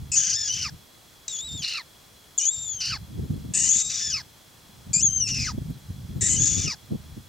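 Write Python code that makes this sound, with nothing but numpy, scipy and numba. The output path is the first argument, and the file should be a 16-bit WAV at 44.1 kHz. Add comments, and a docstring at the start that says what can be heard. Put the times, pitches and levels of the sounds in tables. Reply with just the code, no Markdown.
"""A gust buffets the microphone and at once a night bird screams, six times in all, close by. Each call
starts harsh, may clear into a whistle, then rasps and drops away. The voice is a source and filter:
one syrinx tone breaks up into subharmonics and chaos and rings the windpipe and the open beak, and
interference from a nearby surface hollows it. Further gusts rumble and knock at the microphone ports,
over a faint chorus of insects and hiss."""
import sys
import numpy as np
from scipy import signal
from scipy.fft import rfft, irfft
from scipy.io import wavfile
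from scipy.ndimage import uniform_filter1d
from numba import njit

SR = 44100
rng = np.random.default_rng(int(sys.argv[2]) if len(sys.argv) > 2 else 0)


def bounce(signal):
    """Save signal as a 16-bit WAV file at the path given by the first command-line argument."""
    frames = np.transpose(np.atleast_2d(signal))
    limited = np.clip(frames, -1, 1)
    pcm = np.round(limited * 32767).astype(np.int16)
    wavfile.write(sys.argv[1], SR, pcm)


N = 321048

# spectra of the night hiss and of the wind's rumble: frequency_hz, relative_density_db
HISS_SPECTRUM = [(100, 10.5), (350, 4.5), (1000, 1.5), (2500, -3), (5500, -1), (9500, -5.5), (16000, -7.5)]
WIND_SPECTRUM = [(25, -11), (70, 7.5), (130, 8.5), (200, -0.5), (330, -23.5), (600, -35.5), (1500, -47)]
# bands of the insect chorus: centre_hz, width_hz, level_db
INSECT_BANDS = [(3340, 240, -63), (4095, 100, -68)]
# gusts, rising and falling 20 dB in the times given: start_s, end_s, level_db, rise_s, fall_s, knock_share
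WIND_GUSTS = [(0.0, 0.146, -41, 0.069, 0.16, 0.03), (0.277, 0.42, -49.5, 0.066, 0.12, 0),
              (0.538, 0.703, -41.5, 0.045, 0.13, 0.08), (1.546, 1.6, -42.5, .2, 0.088, 0.24),
              (2.58, 2.842, -51.5, 0.05, .1, 0), (2.882, 3.04, -40.5, 0.026, 0.3, 0.05),
              (3.125, 3.45, -34.5, 0.054, 0.52, 0.48), (4.085, 4.191, -49, 0.21, 0.11, 0.03),
              (5.004, 5.265, -39.5, 0.34, 0.085, 0.18), (5.29, 5.75, -34.5, 0.067, 0.053, 0.11),
              (5.89, 6.178, -38.5, 0.087, 0.2, 0.03), (6.19, 6.672, -32.5, 0.24, 0.067, 0.32),
              (6.91, 7.203, -45.5, 0.11, 0.09, 0.1)]
# sudden buffets: peak_s, level_db, half_length_s
WIND_BUFFETS = [(5.583, -23.5, 0.0046), (6.678, -30.5, 0.01), (6.924, -23.5, 0.013), (6.952, -26.5, 0.01),
                (7.177, -35, 0.01)]
# frequencies that near reflections cancel or reinforce: frequency_hz, left_db, right_db
INTERFERENCE = [(1260, 7, 8), (1900, -2.5, -1.5), (2230, -8, -3.5), (3208, -14.5, -13), (4127, 0.5, -14.5),
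                (4173, 2, 11), (5514, -11, -14.5), (6205, -21.5, -13.5), (6530, -10.5, 10.5),
                (7170, -14.5, -4.5), (7634, -12, -9.5), (7970, -8.5, -7), (8290, -5, -16)]
# the screams: start_s, end_s, early_beak_db, late_beak_db, windpipe_db, last_pitch_hz, croak_depth
SCREAMS = [(0.116, 0.700, -20.5, -29.5, -34, 1510, 0.42), (1.279, 1.822, -34, -34, -32.5, 1675, 0.4),
           (2.377, 2.977, -22, -30.5, -33, 1380, 0.65), (3.536, 4.22, -20, -31.5, -36, 1492, 0.4),
           (4.931, 5.524, -23.5, -29, -35.5, 776, 0.1), (6.208, 6.751, -19.5, -28.5, -36.5, 1484, 0.47)]
# syrinx pitch in each scream, up to its final drop: time_s, pitch_hz
TUNE_1 = [(0.117, 2708), (0.155, 2547), (0.18, 3285), (0.335, 3093), (0.37, 3628), (0.485, 3275),
          (0.497, 2962), (0.555, 3153), (0.63, 3015)]
TUNE_2 = [(1.292, 3850), (1.37, 3274), (1.47, 3970), (1.497, 3620), (1.565, 3674), (1.612, 3250),
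          (1.635, 2900), (1.749, 2773)]
TUNE_3 = [(2.377, 3646), (2.403, 2918), (2.452, 3080), (2.529, 3796), (2.55, 3654), (2.643, 3646),
          (2.795, 3085), (2.841, 2876), (2.901, 3053)]
TUNE_4 = [(3.536, 2685), (3.69, 3035), (3.713, 3365), (3.848, 3792), (4.099, 3470), (4.145, 2655)]
TUNE_5 = [(4.937, 2367), (4.998, 2525), (5.036, 3440), (5.101, 3095), (5.177, 3172), (5.276, 2632),
          (5.295, 2855), (5.441, 2364), (5.5, 1484)]
TUNE_6 = [(6.209, 3916), (6.285, 3690), (6.3, 2963), (6.373, 2980), (6.391, 3412), (6.648, 3500),
          (6.674, 2662)]
TUNES = [TUNE_1, TUNE_2, TUNE_3, TUNE_4, TUNE_5, TUNE_6]
# resonance of the beak, which closes during each scream: time_s, resonance_hz
GAPE_1 = [(0.117, 7370), (0.175, 6400), (0.34, 5500), (0.55, 5490), (0.66, 5250)]
GAPE_2 = [(1.28, 6100), (1.37, 6000), (1.47, 7460), (1.605, 6600), (1.63, 4120), (1.8, 4100)]
GAPE_3 = [(2.378, 7460), (2.41, 7130), (2.55, 6400), (2.79, 6200), (2.82, 4760), (2.97, 4660)]
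GAPE_4 = [(3.536, 7650), (3.7, 6880), (3.83, 6320), (3.949, 5720), (4.099, 5620), (4.19, 5000)]
GAPE_5 = [(4.935, 7050), (5.1, 6900), (5.33, 5800), (5.5, 5400)]
GAPE_6 = [(6.21, 7330), (6.35, 7280), (6.39, 6600), (6.64, 5880), (6.721, 5240)]
GAPES = [GAPE_1, GAPE_2, GAPE_3, GAPE_4, GAPE_5, GAPE_6]
# spells in which the syrinx repeats only every few cycles: start_s, end_s, period_cycles, depth
SUBHARMONICS = [(0.16, 0.493, 2, 0.33), (1.602, 1.727, 2, 0), (2.412, 2.454, 5, 0.73),
                (2.807, 2.886, 2, 0.22), (3.533, 3.683, 3, 1), (3.818, 4.01, 3, 0.12), (4, 4.132, 2, 0.35),
                (6.211, 6.29, 2, 1), (6.289, 6.357, 3, 1), (6.382, 6.486, 2, 0.3), (6.525, 6.655, 3, 0.3)]
# surges of effort: start_s, end_s, beak_gain_db
EFFORT_SURGES = [(0.164, 0.19, 4), (1.266, 1.285, 15.5), (1.644, 1.656, 7.5), (2.37, 2.39, 11.5),
                 (2.451, 2.499, 5.5), (3.689, 3.811, 4), (4.13, 4.171, 5), (4.925, 4.972, 6.5),
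                 (6.41, 6.487, 4)]
# the voice clears towards a whistle: start_s, end_s, roughness, beak_change_db, windpipe_change_db
WHISTLES = [(0.123, 0.158, 0.64, -1.5, -2), (0.346, 0.474, 0.49, -2, -1.5), (0.492, 0.564, 0.41, 0.5, 2.5),
            (1.287, 1.42, 0.34, 0, -4), (1.416, 1.619, 0.15, -5.5, -6), (2.37, 2.498, 0.4, -3.5, -2.5),
            (2.496, 2.804, 0.17, -6, -7.5), (3.825, 3.896, 0.34, -3, -4), (4.021, 4.157, 0.56, 2, 1),
            (4.937, 5.014, 0.38, -0.5, -3.5), (5.019, 5.271, 0.07, 5, -3.5), (5.311, 5.339, .45, 5, -2),
            (6.363, 6.377, 0.4, -3, 4.5), (6.675, 6.687, 0.65, 3.5, 4.5)]

SIDES = np.array([[1], [-1]])  # opposite signs left and right
DROP_S, DROP_BEND = 0.08, 1.7  # the final drop in pitch, ever steeper


def undb(db):
    """Decibels to amplitude ratio."""
    return 10 ** (np.asarray(db) / 20)


def unit(x):
    """Normalisation to rms 1."""
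    return x / np.sqrt(np.mean(x ** 2))


def steady(x, size=400):
    """Division by the envelope holds the short-term rms at 1."""
    return x / np.sqrt(np.abs(uniform_filter1d(x ** 2, size)) + 1e-12)


def ramp(t, start, end):
    """Linear rise from 0 at start to 1 at end."""
    return np.clip((t - start) / (end - start), 0, 1)


def spell(t, start, end, switch_s=0.0061):
    """Trapezoidal window: 1 between start and end, 0 outside."""
    return np.clip(np.minimum(t - start, end - t) / switch_s + 0.5, 0, 1)


def butter(x, order, hz, kind="low"):
    """Butterworth filter, maximally flat in its pass band."""
    return signal.sosfilt(signal.butter(order, hz, kind, fs=SR, output="sos"), x)


def waver(count, rate_hz):
    """Random modulation: low-passed noise of rms 1."""
    return unit(butter(rng.standard_normal(count + SR), 2, rate_hz)[SR:])


def coloured(spectrum):
    """Spectral shaping of white noise, at rms 1."""
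    hz, db = np.transpose(spectrum)
    gain = undb(np.interp(np.log(np.fft.rfftfreq(N, 1 / SR) + 1), np.log(hz), db))
    return unit(irfft(rfft(rng.standard_normal(N)) * gain, N))


def apart(spectrum, low_hz, high_hz):
    """Antiphase noise: the part that differs between the two microphone ports."""
    return SIDES * butter(coloured(spectrum), 1, [low_hz, high_hz], "band")


@njit
def bandpass(x, hz, width_hz):
    """A damped resonator in state-variable form, with moving centre and width."""
    y, band_state, low_state = np.empty(len(x)), 0., 0.
    for i in range(len(x)):
        step, damping = np.tan(np.pi * hz[i] / SR), width_hz[i] / hz[i]
        band = (band_state + step * (x[i] - low_state)) / (1 + step * (step + damping))
        band_state = 2 * band - band_state
        low_state += 2 * step * band
        y[i] = damping * band
    return y


def resonate(x, hz, width_hz):
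    """Two equal resonators in cascade give a steep resonance."""
    centre, width = hz + np.zeros(len(x)), width_hz + np.zeros(len(x))
    return bandpass(bandpass(x, centre, width), centre, width)


def night(hiss_db=-53.5, side_db=-3, throb_db=1, throb_hz=7.8):
    """Far insects merge into narrow bands of amplitude-modulated noise over a broadband hiss."""
    hiss = coloured(HISS_SPECTRUM) + undb(side_db) * apart(HISS_SPECTRUM, low_hz=150, high_hz=3740)
    out = undb(hiss_db) * hiss
    for hz, width_hz, db in INSECT_BANDS:
        chorus = unit(resonate(rng.standard_normal(N), hz, width_hz))
        out = out + chorus * undb(db + throb_db * waver(N, throb_hz))
    return out


def gusts(t, lull_db=-67.5):
    """Envelopes of rumble and knocking: gusts grow and decay exponentially, and their powers add."""
    deep, knocking = undb(lull_db) ** 2, 0
    for start, end, db, rise, fall, share in WIND_GUSTS:
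        down_db = 20 * np.clip(np.maximum((start - t) / rise, (t - end) / fall), 0, 10)
        power = undb(db - down_db) ** 2
        deep = deep + (1 - share) * power
        knocking = knocking + share * power
    return np.sqrt([deep, knocking])


def wind(flutter_db=4.0, flutter_hz=22, side_db=-2, knock_hz=160, knock_width_hz=190, dull_hz=380):
    """Turbulent pressure rumbles and knocks at each port; only the deepest part is alike in both."""
    t = np.arange(N) / SR
    gust, knocking = gusts(t) * undb(flutter_db * waver(N, flutter_hz))
    buffets = sum(undb(db) * np.exp(-((t - peak) / half) ** 2) for peak, db, half in WIND_BUFFETS)
    rumble = steady(coloured(WIND_SPECTRUM), size=1000)
    ports = butter(rng.standard_normal((2, N)), 2, dull_hz)
    knock = np.array([steady(resonate(port, knock_hz, knock_width_hz), size=700) for port in ports])
    side = undb(side_db) * apart(WIND_SPECTRUM, low_hz=290, high_hz=3070)
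    return gust * (rumble + side) + (knocking + buffets) * knock


def thicket(x, t60_s=0.65, wet_db=-31):
    """Scattering by stems and trees adds a faint, exponentially decaying tail."""
    t = np.arange(SR // 2) / SR
    tail = rng.standard_normal((2, len(t))) * np.exp(-np.log(1000) * t / t60_s)
    return undb(wet_db) * signal.fftconvolve(x[None], unit(tail) / np.sqrt(len(t)), axes=1)[:, :N]


def reflections(x, half_width_hz=65, gain_db=1, shade_hz=6650, shade_width_hz=850, shade_db=13.0):
    """Interference from a nearby surface sets notches and peaks; the right is shaded in the treble."""
    f = np.fft.rfftfreq(N, 1 / SR)
    db = gain_db + SIDES * shade_db / 2 * np.exp(-((f - shade_hz) / shade_width_hz) ** 2)
    for hz, left_db, right_db in INTERFERENCE:
        db = db + np.array([[left_db], [right_db]]) / (1 + ((f - hz) / half_width_hz) ** 2)
    # echoes only follow the sound, so the response is made causal
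    cepstrum = irfft(np.log(undb(db)), N)
    cepstrum[:, 1:] *= 2 * (np.arange(1, N) < N // 2)
    return irfft(rfft(x) * np.exp(rfft(cepstrum)), N)


def sputter(n, hz=5100, width_hz=2200, db=-9, burst_db=7, burst_hz=35):
    """Random amplitude modulation of a noise band gives hoarse bursts, heard even in the whistle."""
    bursts = undb(db + burst_db * 2 * np.tanh(waver(n, burst_hz) / 2))
    return bursts * unit(resonate(rng.standard_normal(n), hz, width_hz))


def effort(t, early_db, late_db, windpipe_db, harsh=0.84, last_rough=0.75,
           attack_s=0.014, attack_db=-5.5, release_s=0.04, release_db=-14):
    """Envelopes of roughness (0-1), beak and windpipe level: breath swells, holds, tires, runs out."""
    attack = attack_db * (1 - ramp(t, t[0], t[0] + attack_s))
    edges = attack + release_db * ramp(t, t[-1] - release_s, t[-1])
    tired = ramp(ramp(t, t[0], t[-1]), 0.096, 0.88)  # between these shares of the scream's length
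    surges = sum(db * spell(t, start, end) for start, end, db in EFFORT_SURGES)
    beak_db = early_db + (late_db - early_db) * tired + edges + surges
    rough, pipe_db = harsh, windpipe_db + edges
    for start, end, clear_rough, beak_change, pipe_change in WHISTLES:
        clear = spell(t, start, end)
        rough += (clear_rough - harsh) * clear
        beak_db += beak_change * clear
        pipe_db += pipe_change * clear
    rough += (last_rough - rough) * ramp(t, t[-1] - DROP_S, t[-1])
    return np.clip(rough, 0, 1), beak_db, pipe_db


def roughen(tone, rough, shimmer=0.052, shimmer_hz=400, rasp=0.84, puff_db=2.0, puff_hz=55, low_hz=1500):
    """Chaotic vibration: driven hard, the membranes shudder and the tone gives way to puffs of rasp."""
    n = len(tone)
    noise = butter(rng.standard_normal(n), 4, low_hz, "high")
    chaos = rasp * rough ** 1.16 * undb(puff_db * waver(n, puff_hz)) * noise
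    shudder = np.exp(shimmer * rough * waver(n, shimmer_hz))
    return (tone * (1 - rough ** 2 / 2) + chaos) * shudder


def syrinx(t, hz, rough, subharmonics, jitter=0.0514, jitter_hz=500, wobble=0.00666, stagger=0.036,
           wobble_hz=90, rolloff_db=-3, top_hz=7900, falter_db=2.5):
    """A harmonic oscillator whose pitch strays with roughness; period multiplication adds subharmonics."""
    stray = jitter * rough * waver(len(t), jitter_hz)
    stray += (wobble + stagger * rough ** 2) * waver(len(t), wobble_hz)
    phase = 2 * np.pi * np.cumsum(hz * (1 + stray)) / SR
    tone = unit(sum(undb(rolloff_db * k) * np.sin(k * phase) / (1 + (k * hz / top_hz) ** 10)
                    for k in range(1, 9)))
    for start, end, cycles, depth in subharmonics:
        gate = depth * uniform_filter1d(1. * ((t > start) & (t < end)), size=300)
        gate *= undb(falter_db * waver(len(t), wobble_hz))  # the pattern is unstable
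        # strong and weak cycles take turns, which puts lines between the harmonics and one below them
        tone = tone + gate * (tone * np.cos(phase / cycles) + np.sin(phase / cycles) / 2)
    return tone


def scream(row, tune, gape, beak_q=3.73, pipe_hz=2800, pipe_width_hz=2300, slack_hz=900, relax_s=0.067,
           edge_hz=8700, leak_db=-17, tremor_db=2.0, tremor_hz=60, air_db=-36, fade_s=0.0023):
    """Source and filter: the syrinx drives the windpipe resonance and the moving one of the beak."""
    start_s, end_s, early_db, late_db, windpipe_db, last_hz, croak_depth = row
    start, end = int(start_s * SR), int(end_s * SR)
    t = np.arange(start, end) / SR
    rough, beak_db, pipe_db = effort(t, early_db, late_db, windpipe_db)
    hz, beak_hz = (np.interp(t, *np.transpose(curve)) for curve in (tune, gape))
    hz += (last_hz - hz) * ramp(t, end_s - DROP_S, end_s) ** DROP_BEND
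    croak = (end_s - DROP_S, end_s, 2, croak_depth)  # an octave down, in the final drop
    source = roughen(syrinx(t, hz, rough, SUBHARMONICS + [croak]), rough)
    source = butter(source, 8, edge_hz) + undb(leak_db) * source  # little of the top leaves the throat
    beak = steady(resonate(source, beak_hz, beak_hz / beak_q)) * undb(beak_db)
    beak += rough * undb(beak_db + air_db) * rng.standard_normal(len(t))  # air rushes through the beak
    # the throat goes slack at the end, so its resonance sinks with the pitch
    throat_hz = np.interp(t, [t[-1] - relax_s, t[-1]], [pipe_hz, slack_hz])
    throat = steady(resonate(source, throat_hz, pipe_width_hz))
    pipe = (throat + np.sqrt(rough) * sputter(len(t))) * undb(pipe_db)
    tremor = undb(tremor_db * np.minimum(waver(len(t), tremor_hz), 1))  # dips are deeper than swells
    fade = np.clip(np.minimum(t - t[0], t[-1] - t) / fade_s, 0, 1)
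    return np.pad((beak * tremor + pipe) * fade, (start, N - end))


def scene():
    """Superposition of the bird in its thicket, the wind and the night around."""
    bird = sum(scream(row, tune, gape) for row, tune, gape in zip(SCREAMS, TUNES, GAPES))
    return reflections(bird) + thicket(bird) + wind() + night()


def record(dry, low_hz=36, top_hz=15750):
    """Band limiting: the recorder thins the deepest rumble and cuts the top."""
    thinned = butter(dry, 2, low_hz, "high")
    return signal.sosfilt(signal.ellip(10, 0.1, 70, top_hz, fs=SR, output="sos"), thinned)


dry = scene()
out = record(dry)
bounce(out)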